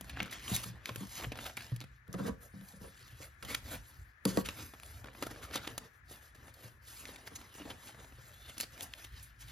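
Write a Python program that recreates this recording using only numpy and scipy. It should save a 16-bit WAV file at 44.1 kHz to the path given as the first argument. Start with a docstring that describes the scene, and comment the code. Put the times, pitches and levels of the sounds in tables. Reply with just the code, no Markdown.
"""A small quiet room, close under a phone: banknotes leave a plastic pouch, are sorted and fanned by hand over a desk.
Sliding sheets hiss as noise in stick-slip grains; flicked edges, snapping creases and wrinkles ring patches of paper.
Fingertips pat the stack as short band noise; hands and a binder knock and drag on the desk's decaying modes.
A faint rumble, a thin hiss and a whine, all shaped noise, lie under it."""
import sys
import numpy as np
from scipy import signal
from scipy.fft import rfft, irfft, next_fast_len
from scipy.io import wavfile
from scipy.ndimage import uniform_filter1d, map_coordinates

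SR = 44100
rng = np.random.default_rng(int(sys.argv[2]) if len(sys.argv) > 2 else 0)


def master(y):
    """Save y as 16-bit WAV."""
    cut = np.clip(np.atleast_2d(y).T, -1, 1)
    pcm = np.round(cut * 32767)  # scale
    wavfile.write(sys.argv[1], SR, pcm.astype(np.int16))


N = 419391
TIME = np.arange(N) / SR


def undb(db):
    """Decibels to gain."""
    return 10 ** (np.asarray(db) / 20)


def unit(x):
    """Scale to rms 1."""
    return x / np.sqrt(np.mean(x ** 2) + 1e-30)


def colour(points, hz):
    """Read a spectrum in dB on a log-frequency axis."""
    point_hz, db = np.transpose(points)
    return np.interp(np.log(np.maximum(hz, 1)), np.log(point_hz), db)


def bins_hz(size):
    """Frequencies of the rfft bins."""
    return np.arange(size // 2 + 1) * SR / size


def add(out, start_s, x):
    """Mix a sound in at its start time."""
    i = int(start_s * SR)
    out[:, i:i + x.shape[-1]] += x[..., :max(N - i, 0)]


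def pair(size, spread):
    """Noise at two ports: a common part and a share that each hears alone."""
    common = rng.standard_normal(size)
    return unit(common + spread * rng.standard_normal((2, size)))


def walk(rate_hz, size):
    """Random values at a given rate, joined by straight lines, with a spread near 1."""
    steps = np.arange(size) * rate_hz / SR
    count = int(steps[-1]) + 2
    return 1.2 * np.interp(steps, np.arange(count), rng.standard_normal(count))


def rubbing(motion, times_s):
    """Level, body and sheen of the sliding sheets at the given times."""
    motion_s, *columns = motion
    return [np.interp(times_s, motion_s, c) for c in columns]


# A narrow whine: centre in Hz, width in Hz, left level in dB.
WHINE = (1715, 59, -71.5)


def whine():
    """A narrow, wavering band of noise, mostly on the left."""
    hz, width_hz, db = WHINE
    edges_hz = (hz - width_hz / 2, hz + width_hz / 2)
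    band = signal.butter(2, edges_hz, "bandpass", fs=SR, output="sos")
    return unit(signal.sosfilt(band, pair(N, spread=2.5))) * undb([[db], [db - 7.5]])


def steady(points, spread):
    """Background noise of a given colour, rms 1."""
    size = next_fast_len(N, True)
    spectrum = rfft(pair(size, spread), size) * undb(colour(points, bins_hz(size)))
    return unit(irfft(spectrum, size)[:, :N])


# Hiss spectrum. Each row: frequency in Hz, relative density in dB per Hz.
HISS_COLOUR = [(100, -33), (500, -17), (900, -14), (1350, -3), (1550, -2), (1750, 0.5), (2100, -6.5),
               (2550, -12.5), (2800, -20), (5200, -30), (6800, -30.5), (9000, -55.5), (15000, -37)]


def hiss(left_db=-62.5, right_db=-72):
    """A thin band of noise, slightly unsteady and mostly on the left."""
    noise = steady(HISS_COLOUR, spread=11.0) * undb(1.0 * walk(21, N))
    return noise * undb([[left_db], [right_db]])


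# Rumble between the strokes. Each row: time in seconds, level in dB.
RUMBLE_LEVEL = [(0, -57.5), (1.95, -63), (3.1, -62), (3.6, -57.5), (4.15, -63.5), (4.6, -55.5),
                (5.7, -64.5), (6.05, -63), (7.3, -62), (8.6, -59), (9.5, -60)]


def stirring(motion, arm_db=-6, sway_s=0.11, shake_db=-17, shake_decay_s=0.061):
    """Rumble strength: it swells as the arms move the sheets, and each knock shakes the desk for a moment."""
    db, body_db, _ = rubbing(motion, TIME)
    rest = undb(np.interp(TIME, *np.transpose(RUMBLE_LEVEL)))
    arms_power = uniform_filter1d(undb(db + body_db / 2 + arm_db) ** 2, int(sway_s * SR))
    blows = np.zeros(N)
    for start_s, knock_db, *_ in KNOCKS:
        blows[int(start_s * SR)] = undb(knock_db + shake_db)
    shake = signal.lfilter([1], [1, -np.exp(-1 / (shake_decay_s * SR))], blows)
    return np.sqrt(rest ** 2 + arms_power + shake ** 2)


# Rumble spectrum. 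Each row: frequency in Hz, relative density in dB per Hz.
RUMBLE_COLOUR = [(20, -32), (32, -15), (45, -0.5), (65, 3), (95, -1.5), (125, -1.5), (170, -20.5),
                 (260, -21.5), (500, -35), (1200, -96)]


def rumble(motion, uneven_db=3.0, uneven_rate_hz=11):
    """Low noise in both ports, uneven and stirred by the handling."""
    noise = steady(RUMBLE_COLOUR, spread=0.22)
    return noise * stirring(motion) * undb(uneven_db * walk(uneven_rate_hz, N))


def ring(modes, centre_hz, focus_db, skew_rad, t, roughness=0.35, rise_cycles=0.36, travel=0.031, deepest_db=19):
    """Desk modes around a centre; bending waves bring the lows later and build over about a cycle."""
    out = 0
    for hz, db, t60_s in modes:
        detune, turn, left, right = rng.standard_normal(4)
        delay_s = travel / np.sqrt(hz) * (hz < 350)
        age_s = np.maximum(t - delay_s, 0)
        swell = 1 - np.exp(-(age_s * hz / rise_cycles) ** 2)
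        decay = np.exp(-np.log(1000) * age_s / t60_s)
        # each port meets the mode's pattern at its own phase
        port_rad = skew_rad * np.array([[left], [right]])
        wave = np.sin(2 * np.pi * (hz * (1 + 0.016 * detune) * age_s + turn) + port_rad)
        # loose things lying on the desk roughen each mode
        wave = wave * (1 + roughness * walk(hz / 2, len(t)))
        off_centre_db = min(focus_db * np.log2(hz / centre_hz) ** 2, deepest_db)
        out = out + undb(db - off_centre_db) * swell * decay * wave
    return out / np.sqrt(np.mean(out[:, :int(.04 * SR)] ** 2))


# Upper desk-top modes. Each row: nominal frequency in Hz, relative level in dB, t60 in seconds.
DESK_HIGH = [(448, -5.5, 0.16), (468.4, 9, 0.061), (529, 0, 0.2), (587, -3.5, 0.061), (665, -9, 0.1),
             (760, -8, 0.094), (979.6, -6.5, 0.15), (1060, -6.5, 0.06), (1124.3, -5, 0.14),
             (1251.3, -8.5, 0.062), (1498, -27, 0.53), (1574, -6.5, 0.079), (1880, -12, 0.098)]


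def scraping(motion, light_db=5, range_db=8, judder_db=3, judder_rate_hz=120, spread=0.96):
    """A hand pressed hard enough to give the rubbing body drags on the desk and keeps its modes singing."""
    db, body_db, _ = rubbing(motion, TIME)
    pressure = np.clip((body_db - light_db) / range_db, 0, 1)
    judder = judder_db * walk(judder_rate_hz, N)
    drag = pair(N, spread) * undb(db + body_db + judder) * pressure
    out = 0
    for hz, mode_db, t60_s in DESK_HIGH:
        pole = np.exp((2j * np.pi * hz - np.log(1000) / t60_s) / SR)
        gain = undb(mode_db - 7.0) * np.sqrt(1 - abs(pole) ** 2)
        out = out + gain * signal.lfilter([1], [1, -pole], drag).imag
    return out


# Lower desk-top modes. Each row: nominal frequency in Hz, relative level in dB, t60 in seconds.
DESK_LOW = [(68, -1, 0.13), (95.6, -15.5, 0.094), (117.52, 6, 0.35), (163.6, -8, 0.38), (192.7, 0.5, 0.24),
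            (231, -4.5, 0.09), (285.5, 3, 0.18)]
# Hands and binder on the desk. Each row: start in seconds, level in dB, strongest ring in Hz,
# hardness (upper modes) in dB, gain under the resting hand in dB.
KNOCKS = [(0.01, -54.5, 184, -30, -3), (0.211, -44.5, 179, -8, -4), (0.513, -35.5, 157, -33, -8),
          (0.655, -47.5, 158, -14, 5.5), (0.903, -45.5, 123, -12, -3), (0.971, -46.5, 124, -18, -6),
          (1.006, -43, 189, -16, -17), (1.03, -46, 190, -19, -14), (1.263, -41, 114, -19, -9),
          (1.717, -32.5, 117, -28, -9), (1.836, -48, 120, -20, -21), (2.084, -49, 160, -15, -2),
          (2.142, -38.5, 187, -7.5, -12), (2.198, -37.5, 189, -7.5, 1), (2.252, -44, 200, -0.5, -8),
          (2.287, -36.5, 193, -9, -19.5), (2.537, -50.5, 182.2, -15, 6.5), (2.613, -50, 174, -17, -18),
          (2.735, -57, 178, -8, 4), (2.812, -52, 177.5, -11.5, -8), (2.844, -61, 205, 4.5, 5),
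          (3.122, -55, 97, -21, -1), (3.202, -61, 285, 1, -11), (3.431, -55.5, 142, 1.5, 2),
          (3.508, -55, 130, 0, 2), (3.743, -54.5, 161, 0, -6), (4.255, -29, 210.6, -7, -5.5),
          (4.373, -30, 216, -2.5, -14), (5.308, -66, 258, 2, -5.5), (5.552, -57.5, 240, 7.5, -7),
          (5.591, -57, 130, -14, -3), (5.681, -60, 125, -12, 0), (5.724, -57, 95, -25, -7),
          (6.638, -51, 136, -23, -6), (7.315, -60, 263, -0.5, -14), (7.606, -52, 282, -18, -10),
          (7.65, -52, 277, -10, -9.5), (7.669, -53, 70, -48, -5), (8.184, -57.5, 107.3, -10, -1)]


def knocks(high_db=-1, slap_db=-5, slap_decay_s=0.013, settle_s=0.0173, settling_s=0.034, rattle=0.26, size=16384):
    """Each place on the desk favours its own low modes; harder contact slaps and wakes the upper ones."""
    out, t = np.zeros((2, N)), np.arange(size) / SR
    # the hand comes to rest and changes the level
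    resting = np.clip((t - settle_s) / settling_s, 0, 1)
    slap_band = signal.butter(2, (330, 680), "bandpass", fs=SR, output="sos")
    for start_s, db, hz, hard_db, muted_db in KNOCKS:
        low = ring(DESK_LOW, hz, focus_db=35.5, skew_rad=0.38, t=t, roughness=rattle * undb(hard_db / 2))
        high = ring(DESK_HIGH, 750, focus_db=-1.0, skew_rad=1.0, t=t)
        slap = unit(signal.sosfilt(slap_band, pair(size, spread=0.54)))
        slap = slap * np.sqrt(0.013 / slap_decay_s) * np.exp(-t / slap_decay_s)
        upper = undb(high_db) * high + undb(slap_db) * slap
        add(out, start_s, undb(db + muted_db * resting) * (low + undb(hard_db) * upper))
    return out


# Fingertips on the stack. Each row: start in seconds, relative level in dB, centre of the bump in Hz.
PATS = [(1.197, -46, 600), (1.355, -48, 666), (1.496, -48, 834), (4.601, -54, 897), (5.057, -52, 834),
        (5.07, -53, 885), (5.131, -62, 840), (5.509, -48, 447), (6.48, -55, 690), (7.09, -48.5, 291),
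        (7.274, -46, 1166), (7.552, -55, 460), (7.583, -54, 595), (7.653, -52, 860), (7.701, -47.5, 575),
        (7.891, -52.5, 570), (7.945, -55, 475), (8.044, -54, 583)]


def pats(level_db=-1, octaves=1.8, decay_s=0.004, rise_s=0.001, spread=0.41, size=4096):
    """A soft fingertip gives the layered notes a short, dull bump."""
    out, t = np.zeros((2, N)), np.arange(size) / SR
    for start_s, db, hz in PATS:
        edges_hz = hz * 2 ** (octaves * np.array([-.5, .5]))
        band = signal.butter(1, edges_hz, "bandpass", fs=SR, output="sos")
        push = pair(size, spread) * (1 - np.exp(-t / rise_s)) * np.exp(-t / decay_s)
        bump = unit(signal.sosfilt(band, push)) * np.sqrt(2 * decay_s * SR / size)
        add(out, start_s, undb(db + level_db) * bump)
    return out


# Colour of rubbed paper. Each row: frequency in Hz, relative density in dB per Hz.
PAPER = [(60, 1), (150, 2), (290, 9.5), (380, 3.5), (560, 4.5), (850, -0.5), (1250, 2), (2500, 0),
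         (3600, 0.5), (5500, -3.5), (8300, -0.5), (11500, -4), (14500, -9.5), (15700, -3)]
# Full body, neutral middle and full sheen: three frequencies in Hz.
ZONES_HZ = (600, 2500, 9000)


def paper_db(hz, body_db, sheen_db):
    """Paper colour: a bending sheet adds body, a light dry touch adds sheen."""
    zone = np.interp(np.log(np.maximum(hz, 1)), np.log(ZONES_HZ), [-1, 0, 1])
    return colour(PAPER, hz) + np.maximum(-zone, 0) * body_db + np.maximum(zone, 0) * sheen_db


def radiate(push, body_db, sheen_db, length_s, ring_hz, ring_db, ring_octaves=0.13):
    """A short push rings a patch of the sheet; 1.2-5 kHz has rms 1 over the given length."""
    size = push.shape[-1]
    hz = bins_hz(size)
    peak_db = ring_db / (1 + (np.log2(np.maximum(hz, 1) / ring_hz) / ring_octaves) ** 2)
    # minimum phase: nothing sounds before the push
    cepstrum = irfft(np.log(undb(paper_db(hz, body_db, sheen_db) + peak_db)))
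    cepstrum[1:size // 2] *= 2
    cepstrum[size // 2 + 1:] = 0
    spectrum = rfft(push) * np.exp(rfft(cepstrum))
    middle = irfft(spectrum * ((hz > 1200) & (hz < 5000)))
    return irfft(spectrum) * np.sqrt(2 * length_s * SR / np.sum(middle ** 2))


def crinkles(motion, level_db=-5, scatter_db=2.15, ring_hz=3100, ring_db=13, decay_s=0.00075,
             dull_db=-4, thin_db=-7, crowding=0.6, count=640, size=1024):
    """Small wrinkles pop at random, each with its own pitch; they crowd where the rubbing is hardest."""
    out, t = np.zeros((2, N)), np.arange(size) / SR
    effort = np.cumsum(undb(crowding * motion[1]))
    for when, strength, pitch in rng.random((count, 3)):
        start_s = np.interp(when, effort / effort[-1], motion[0])
        db, body_db, sheen_db = rubbing(motion, start_s)
        push = pair(size, spread=0.44) * np.exp(-t / decay_s)
        pop_hz = ring_hz * 2 ** (2.2 * (pitch - .5))
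        pop = radiate(push, body_db + thin_db, sheen_db + dull_db, 0.00151, pop_hz, ring_db, ring_octaves=0.057)
        boost_db = -scatter_db * np.log(max(strength, .05))
        add(out, start_s, pop * undb(db + level_db + boost_db))
    return out


# Creases popping, nails and pouch ticking. Each row: start in seconds, level in dB, relative body in dB,
# relative sheen in dB, decay in seconds, ring of the buckling patch in Hz.
SNAPS = [(0.01, -45.5, 9.5, 6, 0.0025, 3180), (0.0444, -52.5, 4, -3.5, 0.0014, 1500),
         (0.0957, -39.5, -9, -8, 0.0093, 2610), (0.1715, -39, -1, -21, 0.0071, 1480),
         (0.2028, -26.5, -10, -33, 0.0032, 2280), (0.2289, -45, 5, 0.5, 0.00184, 1430),
         (0.2583, -45.5, -1, -6, 0.01, 1470), (0.4795, -36.5, -25.5, -27, 0.0028, 3220),
         (0.5633, -34.5, -36, 4, 0.0041, 2130), (0.857, -33.5, -16, -11, 0.0025, 1880),
         (0.892, -36, -5, -19, 0.0048, 1070), (0.959, -39.5, 0, 1.5, 0.003, 2480),
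         (1.319, -37, -1, -14, 0.0058, 2580), (1.3741, -48.5, 0.5, 1, 0.0037, 2950),
         (1.3883, -38, -7.5, -17, 0.0048, 2920), (1.5696, -42, -17, 5.5, 0.0036, 2180),
         (1.6074, -44, -6, -10, 0.0024, 2600), (1.7623, -49.5, -6, 1, 0.0038, 2710),
         (1.8044, -47, -5, -8, 0.0013, 3780), (1.8122, -42, -0.5, -10, .009, 3850),
         (1.8393, -50.5, -3, -9, 0.0049, 1620), (2.079, -66.5, 3, 9, .002, 3500),
         (2.1289, -53, -24.5, 4, 0.0046, 5800), (2.1404, -44, 10, -8, 0.005, 1086),
         (2.611, -58, 1, -0.5, .002, 3500), (2.7235, -59, -3, 3, .001, 3500),
         (3.4255, -40, -13, -7.5, 0.011, 1296), (3.449, -42.5, -6, -2, 0.0074, 3130),
         (4.2524, -29, 3.5, 3, 0.0036, 4560), (4.3726, -33, 5, -4, 0.00297, 1120),
         (4.453, -51, -12.5, -14.5, .005, 2600), (4.4872, -32, -9, -12, 0.0034, 2580),
         (4.737, -48.5, 1, -8, 0.009, 1210), (4.7993, -50, -3, -4.5, 0.0013, 2630),
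         (4.833, -47.5, -4, -7.5, 0.0022, 2550), (4.861, -56, -9, 6, 0.0028, 3440),
         (5.043, -46, 5.5, -11.5, 0.00246, 1400), (5.0848, -47.5, 5, -31.5, 0.0023, 2400),
         (5.149, -49.5, -1, -24, 0.0066, 1000), (5.225, -34.5, -2, -6, 0.0041, 1250),
         (5.3605, -48, -1, -27.5, 0.0024, 1720), (5.7789, -37, -1, 1, 0.0042, 1326),
         (6.1113, -56, 13, -1, 0.011, 1250), (6.348, -53, 0, -3, 0.0195, 1594),
         (6.5398, -57.5, -8, 10, 0.0076, 4360), (7.054, -41, -25, -13, 0.0023, 2190),
         (7.16, -46.5, -40.5, -10, 0.00385, 2160), (7.413, -50, -4, -10, 0.0086, 1025),
         (7.873, -45, -33, -9, 0.029, 1520), (8.123, -57, 9, -10, .004, 2600),
         (8.4962, -44.5, -3.5, -6, 0.0056, 3140), (8.569, -53, 0, -8, .006, 3000),
         (8.58, -44, -2.5, 5, 0.0031, 5700), (8.6009, -35.5, -5, 3, 0.0032, 2560),
         (8.6097, -35.5, -18.5, 5, 0.0014, 4570), (8.632, -39, -6, -9, 0.0088, 4600),
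         (8.8082, -39.5, -7, -2, 0.0022, 3330), (8.9371, -38, -33, -18, 0.00097, 1780),
         (9.227, -58, -19.5, 17, 0.018, 1630)]


def snaps(crack=0.4, grain_db=3, ring_db=9, spread=0.22, size=4096):
    """A crease buckles with one sharp crack, and the sheet shivers for a few milliseconds."""
    out, t = np.zeros((2, N)), np.arange(size) / SR
    lift_db = ring_db / 3
    for start_s, db, body_db, sheen_db, decay_s, ring_hz in SNAPS:
        grains = unit(pair(size, spread) * undb(grain_db * walk(2576, size)))
        push = grains * np.exp(-t / decay_s)
        push[:, 0] += crack
        snap = radiate(push, body_db + lift_db, sheen_db + lift_db, 0.0022, ring_hz, ring_db)
        add(out, start_s, undb(db) * snap)
    return out


# An edge drags over the stack and slips free. Each row: middle in seconds, level in dB, relative body in dB,
# relative sheen in dB, half length in seconds, ring in Hz.
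FLICKS = [(0.314, -51, -18.5, 3.5, 0.0035, 3860), (0.331, -43.5, -8, -3.5, 0.0068, 2054),
          (0.551, -38.5, -13.5, 6.5, 0.01, 3770), (0.639, -44, -13, -3, 0.0049, 1250),
          (1.245, -40.5, -5, -30, 0.0047, 2960), (1.465, -45.5, -11, -6.5, 0.007, 1380),
          (1.575, -37.5, -11.5, -35.5, 0.00252, 2236), (2.195, -50, 9, -7, 0.01, 1400),
          (2.275, -48, 7, -1, 0.011, 1800), (2.688, -61.5, -13, 11, 0.0042, 4400),
          (3.508, -44.5, -7.5, -5, 0.014, 2050), (3.549, -29, -20.5, -10, 0.002, 1780),
          (4.301, -48.5, -3, 1, 0.013, 4400), (4.462, -43.5, -21.5, -8, 0.008, 1357),
          (5.233, -43, -1.5, -9, 0.0056, 1320), (5.269, -45, 8, -2, 0.0046, 1340),
          (5.314, -50.5, 4, -4, 0.0055, 1850), (5.442, -50.5, -6.5, -4.5, 0.014, 1290),
          (5.546, -42.5, -17.5, -10, 0.011, 1320), (5.559, -34.5, 2.5, 0.5, 0.0024, 3700),
          (5.572, -40.5, -27, -11, 0.0049, 3700), (5.65, -47, -16, -21, 0.0034, 1270),
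          (5.676, -38, -4, -9, 0.00241, 3430), (7.276, -50.5, -19.5, -5, 0.0071, 1830),
          (7.362, -50.5, -15, 1, 0.0053, 6330), (7.605, -53.5, 1, -17, 0.015, 2870),
          (7.708, -46, -7, -12.5, 0.0063, 3140), (8.614, -45.5, -12, 2, 0.012, 4540),
          (8.832, -56, 6, 20, 0.0077, 5000), (9.048, -50.5, -10.5, -1, 0.0042, 3280)]


def flicks(grain_db=2.0, grain_rate_hz=900, ring_db=10, spread=0.147, size=4096):
    """Slips crowd together as an edge bends, then die away once it is free."""
    out, t = np.zeros((2, N)), (np.arange(size) - size // 2) / SR
    lift_db = ring_db / 3
    for middle_s, db, body_db, sheen_db, half_s, ring_hz in FLICKS:
        bending = np.exp(-(t / half_s) ** 2 / 2)
        freed = np.exp(-np.abs(t / half_s) ** 1.48 / 2)
        swell = np.where(t < 0, bending, freed)
        push = pair(size, spread) * swell * undb(grain_db * walk(grain_rate_hz, size))
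        flick = radiate(push, body_db + lift_db, sheen_db + lift_db, 2 * half_s, ring_hz, ring_db)
        add(out, middle_s + t[0], undb(db) * flick)
    return out


# One sheet drawn over another: notes drawn from the pouch, parted, tucked into a fan, gripped as a pile and
# lifted, pushed against the fan, thumbed apart, folded back. Each row: fastest at in seconds, rise in seconds,
# fall in seconds, relative level of 1.2-5 kHz in dB, body in dB, sheen in dB.
STROKES = [ (0.08, 0.094, .1, -56.5, 1, -3), (0.21, 0.11, 0.14, -45.5, -1, -17),
           (0.349, 0.043, 0.14, -48, -5, -7), (0.53, 0.1, 0.13, -43.5, -2, 2),
           (0.671, 0.067, 0.048, -50, -1, 0), (0.76, 0.094, 0.12, -61, 5.5, -14),
           (0.88, 0.04, 0.062, -49.5, 1.5, -4), (1.03, 0.14, 0.073, -54.5, 3, 4),
           (1.16, 0.084, 0.13, -48.5, -6, 3), (1.242, 0.085, 0.019, -46, 3.5, -5),
           (1.37, 0.098, 0.074, -56, 7.5, -16.5), (1.455, 0.11, 0.084, -48, 1.5, -0.5),
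           (1.578, 0.015, 0.16, -48.5, -3.5, -5), (1.831, .03, .12, -67.5, -5, -7),
           (1.972, 0.11, .04, -73, -14, -3), (2.272, 0.13, 0.06, -58, 12.5, 3),
           (2.445, 0.05, .045, -65, 8.5, 11), (2.69, 0.17, 0.14, -63.5, 2, 5.5),
           (2.831, 0.03, 0.1, -61, 9.5, 5.5), (3.02, 0.13, 0.31, -59, -7, -1.5),
           (3.24, 0.054, 0.045, -54, 3, 4.5), (3.53, 0.082, 0.067, -46, 0.5, -1.5),
           (3.742, 0.092, 0.04, -46.5, 4, 2.5), (3.89, 0.14, 0.2, -65.5, 0.5, 5.5),
           (4.28, 0.02, 0.06, -46.5, 5.5, 1.5), (4.4, 0.091, 0.029, -48, 7, 3),
           (4.5, 0.058, 0.057, -49, 3, -2.5), (4.59, 0.078, 0.13, -53, 4.5, 4),
           (4.89, 0.13, .22, -58.5, 2, 2.5), (5.074, 0.066, .06, -62, 10, -12),
           (5.23, 0.094, 0.14, -55, 6, 0), (5.37, 0.15, 0.16, -56.5, 6, -4),
           (5.58, 0.11, 0.026, -46.5, 4.5, -7), (5.7, 0.15, 0.071, -52.5, 6, -2.5),
           (5.839, 0.084, 0.056, -58.5, 6.5, -3), (5.96, 0.057, 0.053, -78, 7.5, 10.5),
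           (6.127, 0.05, 0.085, -57, 3, 4), (6.251, 0.064, 0.073, -64, 0, 3.5),
           (6.49, 0.13, 0.027, -60.5, 6.5, -2), (6.65, 0.12, 0.088, -59, 4.5, 2),
           (6.89, 0.055, 0.12, -57, -4.5, 5), (6.99, 0.089, 0.12, -57.5, -11, 10),
           (7.09, 0.17, 0.13, -55, 4, -3), (7.391, 0.47, 0.26, -61, 4.5, -0.5),
           (7.56, 0.041, 0.081, -55.5, -5, 2), (7.69, 0.083, 0.076, -53.5, 7, -1.5),
           (7.875, 0.12, 0.09, -58, 5, 2), (7.999, 0.06, 0.11, -60, 6, 0.5),
           (8.25, 0.24, 0.26, -62, 1.5, 1.5), (8.492, 0.13, 0.17, -56.5, -4, -1),
           (8.84, .17, 0.061, -52.5, 0.5, -1.5), (9.012, 0.12, 0.088, -55, -2, -1),
           (9.18, 0.098, 0.16, -57.5, -7.5, -3), (9.418, 0.023, 0.034, -55, -10, 4),
           (9.51, 0.064, .05, -52.5, -8.5, -1.5)]
# Notes merely held in the hand: relative level in dB, body in dB, sheen in dB.
HELD = (-88.5, -1.4, -3)


def strokes(step_s=0.002, drop_db=13.5, rise_power=1.44, fall_power=1.5):
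    """Each stroke speeds up and slows down; overlapping ones add, and the louder sets the colour."""
    times_s = np.arange(0, N / SR + step_s, step_s)
    peak_s, rise_s, fall_s, db, body_db, sheen_db = np.transpose(STROKES)
    since_s = times_s[:, None] - peak_s
    rising, falling = np.abs(since_s / rise_s) ** rise_power, np.abs(since_s / fall_s) ** fall_power
    # drop_db down at one rise before the peak and one fall after it
    flank = np.where(since_s < 0, rising, falling)
    power = undb(db - np.minimum(drop_db * flank, 100)) ** 2
    held_db, held_body_db, held_sheen_db = HELD
    held = undb(held_db) ** 2
    total = power.sum(axis=1) + held
    body = (power @ body_db + held * held_body_db) / total
    sheen = (power @ sheen_db + held * held_sheen_db) / total
    return times_s, 10 * np.log10(total), body, sheen


def sliding(motion, level_db=-4.0, grain_db=0.0, grain_rate_hz=1500, catch_db=1.4, catch_rate_hz=110,
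            flutter_db=3.0, spread=0.0833):
    """Fibres catch and slip in dense grains; the sheet's colour flutters as it bends."""
    db, body_db, sheen_db = rubbing(motion, TIME)
    roughness_db = grain_db * walk(grain_rate_hz, N) + catch_db * walk(catch_rate_hz, N)
    grains = unit(pair(N, spread) * undb(roughness_db))
    size = next_fast_len(N, True)
    spectrum, hz = rfft(grains, size), bins_hz(size)
    centres_hz = np.geomspace(100, 15000, 22)
    out = 0
    # overlapping triangular bands, each with its own flutter
    for centre_hz, share in zip(centres_hz, np.eye(len(centres_hz))):
        weight = np.interp(hz, np.r_[0, centres_hz], np.r_[0, share])
        band = irfft(spectrum * weight, size)[:, :N]
        band_db = db + paper_db(centre_hz, body_db, sheen_db) + flutter_db * walk(35, N)
        out = out + band * undb(band_db)
    # levels refer to the 3800 Hz wide middle band
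    return out * undb(level_db) * np.sqrt(SR / 2 / 3800)


def mirrored(x, echo_db=-8, lag_s=0.001097, sway=0.2252, sway_rate_hz=7):
    """The desk mirrors the moving sheets; the lag follows their height, so the colour keeps shifting."""
    moving_lag_s = lag_s * np.exp(sway * walk(sway_rate_hz, N))
    echo = np.array([map_coordinates(c, [(TIME - moving_lag_s) * SR], order=3) for c in x])
    return (x + undb(echo_db) * echo) / np.sqrt(1 + undb(echo_db) ** 2)


# Phase between the microphone ports. Each row: frequency in Hz, lead of the left port in radians.
PORTS = [(0, 0), (260, -0.1), (1980, 0.2), (3100, 1.0), (4910, 0.4), (5510, -0.9), (6370, -1.0),
         (7750, -2.8), (8870, -3.4), (11100, -6.0), (12900, -6.5), (13300, -7.3), (14700, -9.0),
         (16000, -9.5)]


def ports(x, left_db=0.07):
    """Sound from the desk reaches the two microphone ports out of step."""
    size = next_fast_len(N, True)
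    lead_rad = np.interp(bins_hz(size), *np.transpose(PORTS))
    side = np.array([[1], [-1]])
    turned = rfft(x, size) * np.exp(1j * side * lead_rad / 2)
    return irfft(turned, size)[:, :N] * undb(side * left_db)


def room(x, wet_db=-15, t60_s=0.33, damp_hz=6000, gap_s=0.012):
    """Nearby things and walls return a short, duller tail."""
    t = np.arange(SR // 2) / SR
    tail = rng.standard_normal((2, len(t))) * np.exp(-np.log(1000) * t / t60_s) * (t > gap_s)
    tail = unit(tail) / np.sqrt(len(t))
    tail = signal.sosfilt(signal.butter(1, damp_hz, fs=SR, output="sos"), tail)
    return x + undb(wet_db) * signal.fftconvolve(x, tail, axes=1)[:, :N]


def scene():
    """Paper and desk in the room, over the background."""
    motion = strokes()
    background = whine() + hiss() + rumble(motion)
    desk = scraping(motion) + knocks()
    paper = pats() + crinkles(motion) + snaps() + flicks() + mirrored(sliding(motion))
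    return background + room(ports(desk + paper))


def record(dry, bass_hz=36, top_hz=15750):
    """The phone cuts the deepest bass and the top."""
    thinned = signal.sosfilt(signal.butter(3, bass_hz, "highpass", fs=SR, output="sos"), dry)
    return signal.sosfilt(signal.ellip(8, .2, 70, top_hz, fs=SR, output="sos"), thinned)


dry = scene()
out = record(dry)
master(out)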